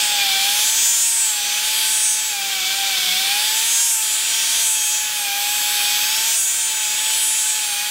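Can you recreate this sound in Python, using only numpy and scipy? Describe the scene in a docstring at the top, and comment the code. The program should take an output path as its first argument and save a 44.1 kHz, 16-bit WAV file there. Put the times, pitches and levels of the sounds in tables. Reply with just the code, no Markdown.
"""Die grinder in a bearing bore

A hand-held die grinder runs a flap wheel round the bore of a roller bearing clamped in a vice.
Periodic friction makes a harmonic comb that scrapes and squeals once a turn, while random impacts
of grit set the steel ringing and hissing. The motor whines and sags under load, and the bench
rumbles. The sound is heard close up, in mono, in a small workshop."""
import sys
import numpy as np
from scipy import signal
from scipy.fft import rfft, irfft
from scipy.io import wavfile
from scipy.ndimage import uniform_filter1d

SR = 44100
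rng = np.random.default_rng(int(sys.argv[2]) if len(sys.argv) > 2 else 0)


def output_pcm(signal):
    """Save a mono or channel-first signal as 16-bit PCM at the path in sys.argv[1].

    Samples are clipped to [-1, 1] before scaling.
    """
    pcm = np.clip(np.atleast_2d(signal).T, -1, 1) * 32767
    wavfile.write(sys.argv[1], SR, np.round(pcm).astype(np.int16))


N = 348390
TIME = np.arange(N) / SR
STEPS = np.arange(0, N + 128, 128) / SR   # control times, t/s
CRUISE_HZ, CUTOFF_HZ = 210, 15750   # nominal rotation frequency; upper limit of the sound

# rotation frequency of the spindle: t/s, f/Hz
SPEED = [(0.0, 210.8), (0.16, 205.3), (0.3, 193.9), (0.38, 194.2), (0.83, 227.8), (1.21, 227.1),
         (1.32, 211.2), (1.41, 205.0), (1.54, 206.8), (1.63, 212.3), (1.8, 219.1), (1.9, 218.4),
         (1.97, 215.5), (2.18, 214.0), (2.27, 217.0), (2.38, 198.2), (2.48, 197.4), (2.63, 187.8),
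         (2.76, 197.2), (2.89, 196.5), (2.96, 189.7), (3.07, 183.9), (3.14, 185.1), (3.42, 211.4),
         (3.64, 224.7), (3.84, 232.4), (3.98, 221.9), (4.03, 216.0), (4.12, 214.0), (4.33, 223.7),
         (4.63, 224.3), (4.83, 213.0), (4.93, 214.1), (5.15, 211.5), (5.3, 199.9), (5.58, 210.3),
         (5.83, 205.8), (6.0, 208.9), (6.33, 228.3), (6.43, 220.0), (6.53, 224.1), (6.72, 218.7),
         (6.86, 212.3), (6.93, 212.2), (7.17, 219.2), (7.58, 214.7), (7.75, 204.1), (7.89, 210.4)]
# how hard the wheel is pressed on the steel, as a grinding level: t/s, level/dB
PRESSURE = [(0.0, -19.5), (0.7, -20), (0.72, -25), (0.77, -21.5), (1.08, -28), (1.8, -20.5), (2.13, -27.5),
            (2.35, -26.5), (2.73, -22), (3.28, -20.5), (3.65, -21), (4.0, -31), (4.03, -26.5), (4.6, -20.5),
            (4.71, -26.5), (5.19, -26), (5.92, -20.5), (6.34, -23), (6.4, -29.5), (7.11, -23),
            (7.37, -26.5), (7.9, -26)]
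# course of the treble: t/s, level/dB
TREBLE = [(0.0, -36.5), (0.88, -26), (1.47, -35), (1.82, -29), (2.07, -36.5), (3.76, -29), (4.11, -40),
          (4.66, -32), (4.75, -34), (5.83, -26.5), (6.84, -33.5), (7.11, -32.5), (7.44, -33.5), (7.9, -35)]


def wheel(angle, scrape_db=-46.5, shriek_db=-48.5, shriek_hz=12400, squeal_edge_hz=5750,
          clump_db=1.25, patchy_db=4.0, delay_turns_per_order=0.035, wander_rad=0.86):
    """Periodic friction: the same flaps rub on every turn, giving harmonics (orders) of the rotation."""
    # colour that the bore gives the tones: f/Hz, gain/dB
    bore = [(1000, -24), (2000, -9.5), (3200, 5), (4100, 3), (4800, 2.5), (5350, 2.5), (5900, 0),
            (6600, -3), (7200, -4.5), (7800, -1), (8600, -3), (9300, -1), (13000, -3), (15600, -4.5)]
    # orders that the uneven flaps favour or miss: order, gain/dB
    flaps = [(13, -1), (16, -0.5), (19, 2.5), (21, 3.5), (22, 4), (25, -3), (31, 1.5), (32, 3.5),
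             (33, -3.5), (36, 4.5), (38, -1), (39, 0.5), (43, -1), (47, 0), (50, 1.5), (54, -4)]
    # orders that whistle out as the wheel is tilted: start t/s, end t/s, order, gain/dB
    whistles = [(0.45, 0.75, 46, 9), (0.75, 0.95, 29, 5), (0.82, 1.0, 27, 7), (0.905, 1.102, 31, 5),
                (0.994, 1.3, 35, 3), (1.42, 1.58, 29, 9.5), (1.95, 2.25, 36, 3.5), (3.3, 3.6, 46, 6),
                (3.65, 3.85, 29, 4.5), (3.85, 4.1, 32, 2), (4.3, 4.62, 26, 6), (4.75, 5.1, 31, 5.5),
                (4.78, 5.02, 15, 9.5), (5.51, 6.1, 38, 9.5), (6.26, 6.42, 27, 3), (6.343, 6.55, 38, 7),
                (6.5, 6.91, 32, 7.5), (6.65, 6.852, 29, 7), (7.05, 7.35, 32, 4.5)]
    rotation_hz, = in_time(SPEED, STEPS)
    pressure_db, treble_db, excess_hz = swing_db(PRESSURE), swing_db(TREBLE), overspeed_hz()
    scrape_level_db = scrape_db + pressure_db + 0.0246 * revving() + 0.0534 * excess_hz
    db_per_octave = -2.0 + 0.5 * (treble_db - pressure_db)
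    squeal_gain, centre_hz, half_width_hz = squeal_band()
    squeal_gain = squeal_gain * from_db(0.46 * drift(18))   # the hand-held wheel judders
    shriek_gain = from_db(shriek_db + 1.24 * treble_db + 0.0535 * revving())
    roughness_rad = 0.46 * from_db(-0.28 * excess_hz)   # rougher under load
    unevenness = np.clip(from_db(0.1 * excess_hz), 0, 1)   # load evens out the orders
    lift_db = dict(flaps)
    for start, end, k, db in whistles:
        lift_db[k] = lift_db.get(k, 0) + db * swell(start, end, rise_s=0.094, fall_s=0.094)
    whistling = {k for _, _, k, _ in whistles}
    out, clump, within_turn = np.zeros(N), drift(3.2), angle % (2 * np.pi)
    for k in range(7, 84):
        hz = k * rotation_hz
        scrape = from_db(scrape_level_db + db_per_octave * np.log2(hz / 4000))
        squeal = squeal_gain / (1 + ((hz - centre_hz) / half_width_hz) ** 2)
        squeal = squeal / np.sqrt(1 + (squeal_edge_hz / hz) ** 24)   # steep lower edge
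        shriek = shriek_gain / (1 + ((hz - shriek_hz) / 3300) ** 2)
        friction = np.sqrt(scrape ** 2 + squeal ** 2 + shriek ** 2)
        clump = .8 * clump + .6 * drift(4)   # neighbouring orders swell together
        # each also comes and goes alone: high orders more, whistling ones less
        own = drift(3) * min(k / 40, 1) * (.5 if k in whistling else 1) * unevenness
        gain = friction * from_db(at_hz(bore, hz) + lift_db.get(k, 0) + clump_db * clump + patchy_db * own)
        # group delay grows with order: an upward chirp on every turn
        phase = -np.pi * delay_turns_per_order * k * k
        phase += wander_rad * drift(3)   # the contact wanders
        phase += roughness_rad * np.hypot(scrape, shriek) / friction * drift(30)   # squeal is steadier
        out += audio_rate(gain) * np.sin(k * within_turn + audio_rate(phase), dtype=np.float32)
    return np.sqrt(2) * out


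def squeal_band(idle_db=-38, idle_hz=7000, idle_half_width_hz=2100, glide_share=0.41):
    """Gain, centre and half-width of the squeal: its swells add in power; the loudest sets the band."""
    # squeals on the way up and down three laps of the bore:
    # start t/s, end t/s, level/dB, rise t/s, fall t/s, first centre f/Hz, last centre f/Hz, half-width/Hz
    squeals = [(0.808, 1.167, -29, 0.19, 0.24, 6800, 7960, 1370),
               (1.954, 2.1, -31, 0.3, 0.2, 7950, 7500, 2180),
               (3.724, 3.91, -30, 0.24, 0.33, 7000, 8200, 2200),
               (4.57, 4.685, -30.5, 0.2, 0.26, 8000, 8400, 2290),
               (4.82, 5.01, -34.5, 0.1, 0.056, 7300, 6700, 1410),
               (6.31, 6.4, -30.5, 0.1, 0.28, 7000, 8100, 2170),
               (7.253, 7.382, -30.5, 0.35, 0.35, 8540, 8170, 2090)]
    power = from_db(idle_db + 0.19 * overspeed_hz()) ** 2   # a faint squeal stays, growing with speed
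    centre, width = power * idle_hz, power * idle_half_width_hz
    for start, end, level_db, rise_s, fall_s, first_hz, last_hz, half_width_hz in squeals:
        own_power = (from_db(level_db) * swell(start, end, rise_s, fall_s)) ** 2
        glide = .5 + .5 * np.tanh((STEPS - (start + end) / 2) / (glide_share * (end - start)))
        power += own_power
        centre += own_power * (first_hz + glide * (last_hz - first_hz))
        width += own_power * half_width_hz
    return np.sqrt(power), centre / power, width / power


def grit(angle, throb=0.13, grain_db=3.0, flicker_db=0.5):
    """Random excitation: uneven grains cut the steel, hardest once a turn, and drive its resonances."""
    # spectrum of the cutting noise: f/Hz, relative level/dB
    colour = [(100, -31.5), (250, -21), (450, -20), (700, -16.5), (1150, -14.5), (2000, -11), (2900, -9),
              (3400, -5.5), (4100, -5), (4800, -5), (6000, -10), (8000, -10.5), (9500, -20), (13000, -16.5),
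              (15700, -15.5)]
    # resonances of bearing and vice: f/Hz, width/Hz, gain/dB
    resonances = [(1562, 170, 7), (1916, 49, 7), (2249, 79, 9), (2381, 79, 9.5), (2581, 51, 11.5),
                  (2763, 105, 7.5), (3056, 85, 8.5), (3202, 77, 10.5), (3394, 71, 6), (3640, 76, 6.5),
                  (3820, 70, 0.5), (4130, 56, -14)]
    # ring, rasp and hiss: level/dB, dB per dB of pressure, dB per dB of treble, loss with speed/(dB/Hz)
    bands = [(-26, 0.61, 0.0, -0.0337), (-28.5, 0.84, -0.1, 0.0523), (-33, 0.5, -0.1, -0.0436)]
    edges_hz = [20, 4000, 8500, CUTOFF_HZ]
    grains = rng.standard_normal(N) * from_db(grain_db * rng.standard_normal(N))
    grains *= 1 + throb * np.cos(angle)
    hz = np.arange(N // 2 + 1) * SR / N
    steel_db = sum(db / (1 + (2 * (hz - f) / width) ** 2) for f, width, db in resonances)
    spectrum = rfft(grains) * from_db(at_hz(colour, hz) + steel_db)
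    out = np.zeros(N)
    for low, high, (base_db, by_pressure, by_treble, loss) in zip(edges_hz, edges_hz[1:], bands):
        band = rms_one(irfft(spectrum * ((hz >= low) & (hz < high)), N))
        level_db = base_db + by_pressure * swing_db(PRESSURE) + by_treble * swing_db(TREBLE)
        level_db -= loss * overspeed_hz() + noise_thinning_db()
        out += band * audio_rate(from_db(level_db + flicker_db * drift(39)))
    return out


def motor(angle, waver_db=1.0, flutter_db=1.0, shake_rad=0.086):
    """Rotational harmonics: four pulses a turn make the whine, and imbalance adds a weak hum."""
    # whine: order, level/dB, share of the whine's swing, loss with speed/(dB/Hz)
    whine = [(4, -38.5, 1.18, 0.0), (8, -44.5, 0.78, 0.13), (12, -37, 0.45, 0.2525)]
    # course of the whine: t/s, level/dB
    whine_level = [(0.0, -34.5), (0.51, -32), (0.86, -43.5), (1.56, -37.5), (2.27, -42.5), (2.35, -36),
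                   (2.62, -42), (2.84, -32), (3.04, -41.5), (3.37, -33), (3.61, -39.5), (4.64, -42),
                   (5.44, -32), (6.31, -37.5), (6.42, -47.5), (6.89, -37), (7.39, -41.5), (7.9, -34)]
    # hum: order, level/dB at the lowest speed, loss with speed/(dB/Hz), dB per dB of pressure
    imbalance = [(1, -52.5, 0.5, 0.54), (2, -54, 0.5, 0.5), (3, -58.5, 0, 0.5), (5, -66, 0.5, 3.5),
                 (6, -55, 0, -0.5), (7, -55, -0.2, 0)]
    out, excess_hz = np.zeros(N), overspeed_hz()
    for k, (order, level_db, share, loss) in enumerate(whine, 1):
        steady_db = level_db + share * swing_db(whine_level) - loss * excess_hz
        gain = from_db(steady_db + waver_db * drift(5) + flutter_db * k * drift(32))
        jitter = shake_rad * (k - 1) ** 2 * drift(32)   # only the overtones shake in phase
        out += audio_rate(gain) * np.sin(order * angle + audio_rate(jitter))
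    for order, level_db, loss, by_pressure in imbalance:
        steady_db = level_db - loss * (excess_hz - excess_hz.min()) + by_pressure * swing_db(PRESSURE)
        gain = from_db(steady_db + 3.0 * drift(4.8))
        out += audio_rate(gain) * np.sin(order * angle + rng.uniform(0, 2 * np.pi))
    return np.sqrt(2) * out


def bearing_ring(ring_hz=3450, width_hz=480, level_db=-35.0):
    """Forced resonance: the bearing's main mode swells steeply as pressure rises and the spindle sags."""
    r = np.exp(-np.pi * width_hz / SR)
    b, a = [1, 0, -0.75], [1, -2 * r * np.cos(2 * np.pi * ring_hz / SR), r * r]
    ringing = signal.lfilter(b, a, signal.lfilter(b, a, rng.standard_normal(N)))
    bite_db = 1.54 * swing_db(PRESSURE) - 0.19 * overspeed_hz()
    return rms_one(ringing) * audio_rate(from_db(level_db + bite_db))


def rumble(level_db=-58):
    """Structure-borne noise: bench and vice rumble more as the wheel bites and the spindle sags."""
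    # spectrum of bench and vice: f/Hz, relative level/dB
    colour = [(20, 1.5), (40, -7), (80, -1.5), (140, -10), (300, -14), (1000, -25)]
    hz = np.arange(N // 2 + 1) * SR / N
    noise = irfft(rfft(rng.standard_normal(N)) * from_db(at_hz(colour, hz)) * (hz < 1000), N)
    bite_db = 0.5 * swing_db(PRESSURE) - 0.03 * overspeed_hz()
    gain = from_db(level_db + bite_db - noise_thinning_db() + 0.52 * drift(3))
    return rms_one(noise) * audio_rate(gain)


def workshop(x, room_db=-17, t60_s=0.25):
    """Reverberation: diffuse reflections from bench and walls decay exponentially."""
    t = TIME[:SR // 2]
    tail = rng.standard_normal(len(t)) * from_db(-60 * t / t60_s) * (t > .004)
    return from_db(room_db) * signal.fftconvolve(x, tail / np.sqrt(np.sum(tail ** 2)))[:N]


def spindle(flutter=0.00067):
    """Angle as the integral of rotation speed, which trembles with the bite of the wheel."""
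    rotation_hz, = in_time(SPEED, TIME)
    return 2 * np.pi * np.cumsum(rotation_hz * (1 + flutter * audio_rate(drift(25)))) / SR


def overspeed_hz():
    """Rotation frequency above cruise; negative when load slows the spindle."""
    return in_time(SPEED, STEPS)[0] - CRUISE_HZ


def revving(window_s=0.59):
    """Smoothed positive acceleration of the spindle as the hand eases off, in Hz/s."""
    acceleration = np.gradient(overspeed_hz(), STEPS)
    return uniform_filter1d(np.maximum(acceleration, 0), round(window_s / STEPS[1]))


def noise_thinning_db(max_loss_db=2.5):
    """Grit and rumble get this much quieter while the squeal is loud."""
    squeal_gain = squeal_band()[0]
    return max_loss_db * squeal_gain / squeal_gain.max()


def swing_db(curve):
    """A level curve at the control times, relative to its mean."""
    level_db, = in_time(curve, STEPS)
    return level_db - level_db.mean()


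def swell(start, end, rise_s, fall_s):
    """Exponential rise, hold at 1 from start to end, exponential decay."""
    return np.exp(-np.maximum(start - STEPS, 0) / rise_s - np.maximum(STEPS - end, 0) / fall_s)


def drift(corner_hz):
    """Random fluctuation: low-passed noise of unit rms at the control times."""
    r = np.exp(-2 * np.pi * corner_hz * STEPS[1])
    noise = rng.standard_normal(2 * len(STEPS))
    return rms_one(signal.lfilter([1], [1, -2 * r, r * r], noise)[len(STEPS):])


def audio_rate(control):
    """Linear interpolation from the control times to every sample."""
    control = control.astype(np.float32)
    ramp = np.linspace(0, 1, round(STEPS[1] * SR), endpoint=False, dtype=np.float32)
    return (control[:-1, None] + np.diff(control)[:, None] * ramp).ravel()[:N]


def in_time(rows, at):
    """The columns of a curve table, interpolated at the given times."""
    t, *columns = np.transpose(rows)
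    return [np.interp(at, t, column) for column in columns]


def at_hz(points, hz):
    """A spectrum table interpolated on a log-frequency axis."""
    f, db = np.transpose(points)
    return np.interp(np.log(hz + 1e-9), np.log(f), db)


def from_db(db):
    """Decibels to amplitude ratio."""
    return 10 ** (np.asarray(db) / 20)


def rms_one(x):
    """Normalisation to unit rms."""
    return x / np.sqrt(np.mean(x ** 2) + 1e-20)


def scene():
    """Superposition: one spindle drives motor, wheel and grit; both channels carry the same sum."""
    angle = spindle()
    tool = motor(angle) + wheel(angle) + grit(angle) + bearing_ring()
    return np.tile(tool + workshop(tool) + rumble(), (2, 1))


def record(dry):
    """Band limiting: an elliptic low-pass cuts the top steeply."""
    return signal.sosfilt(signal.ellip(12, .1, 90, CUTOFF_HZ, fs=SR, output="sos"), dry)


dry = scene()
out = record(dry)
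output_pcm(out)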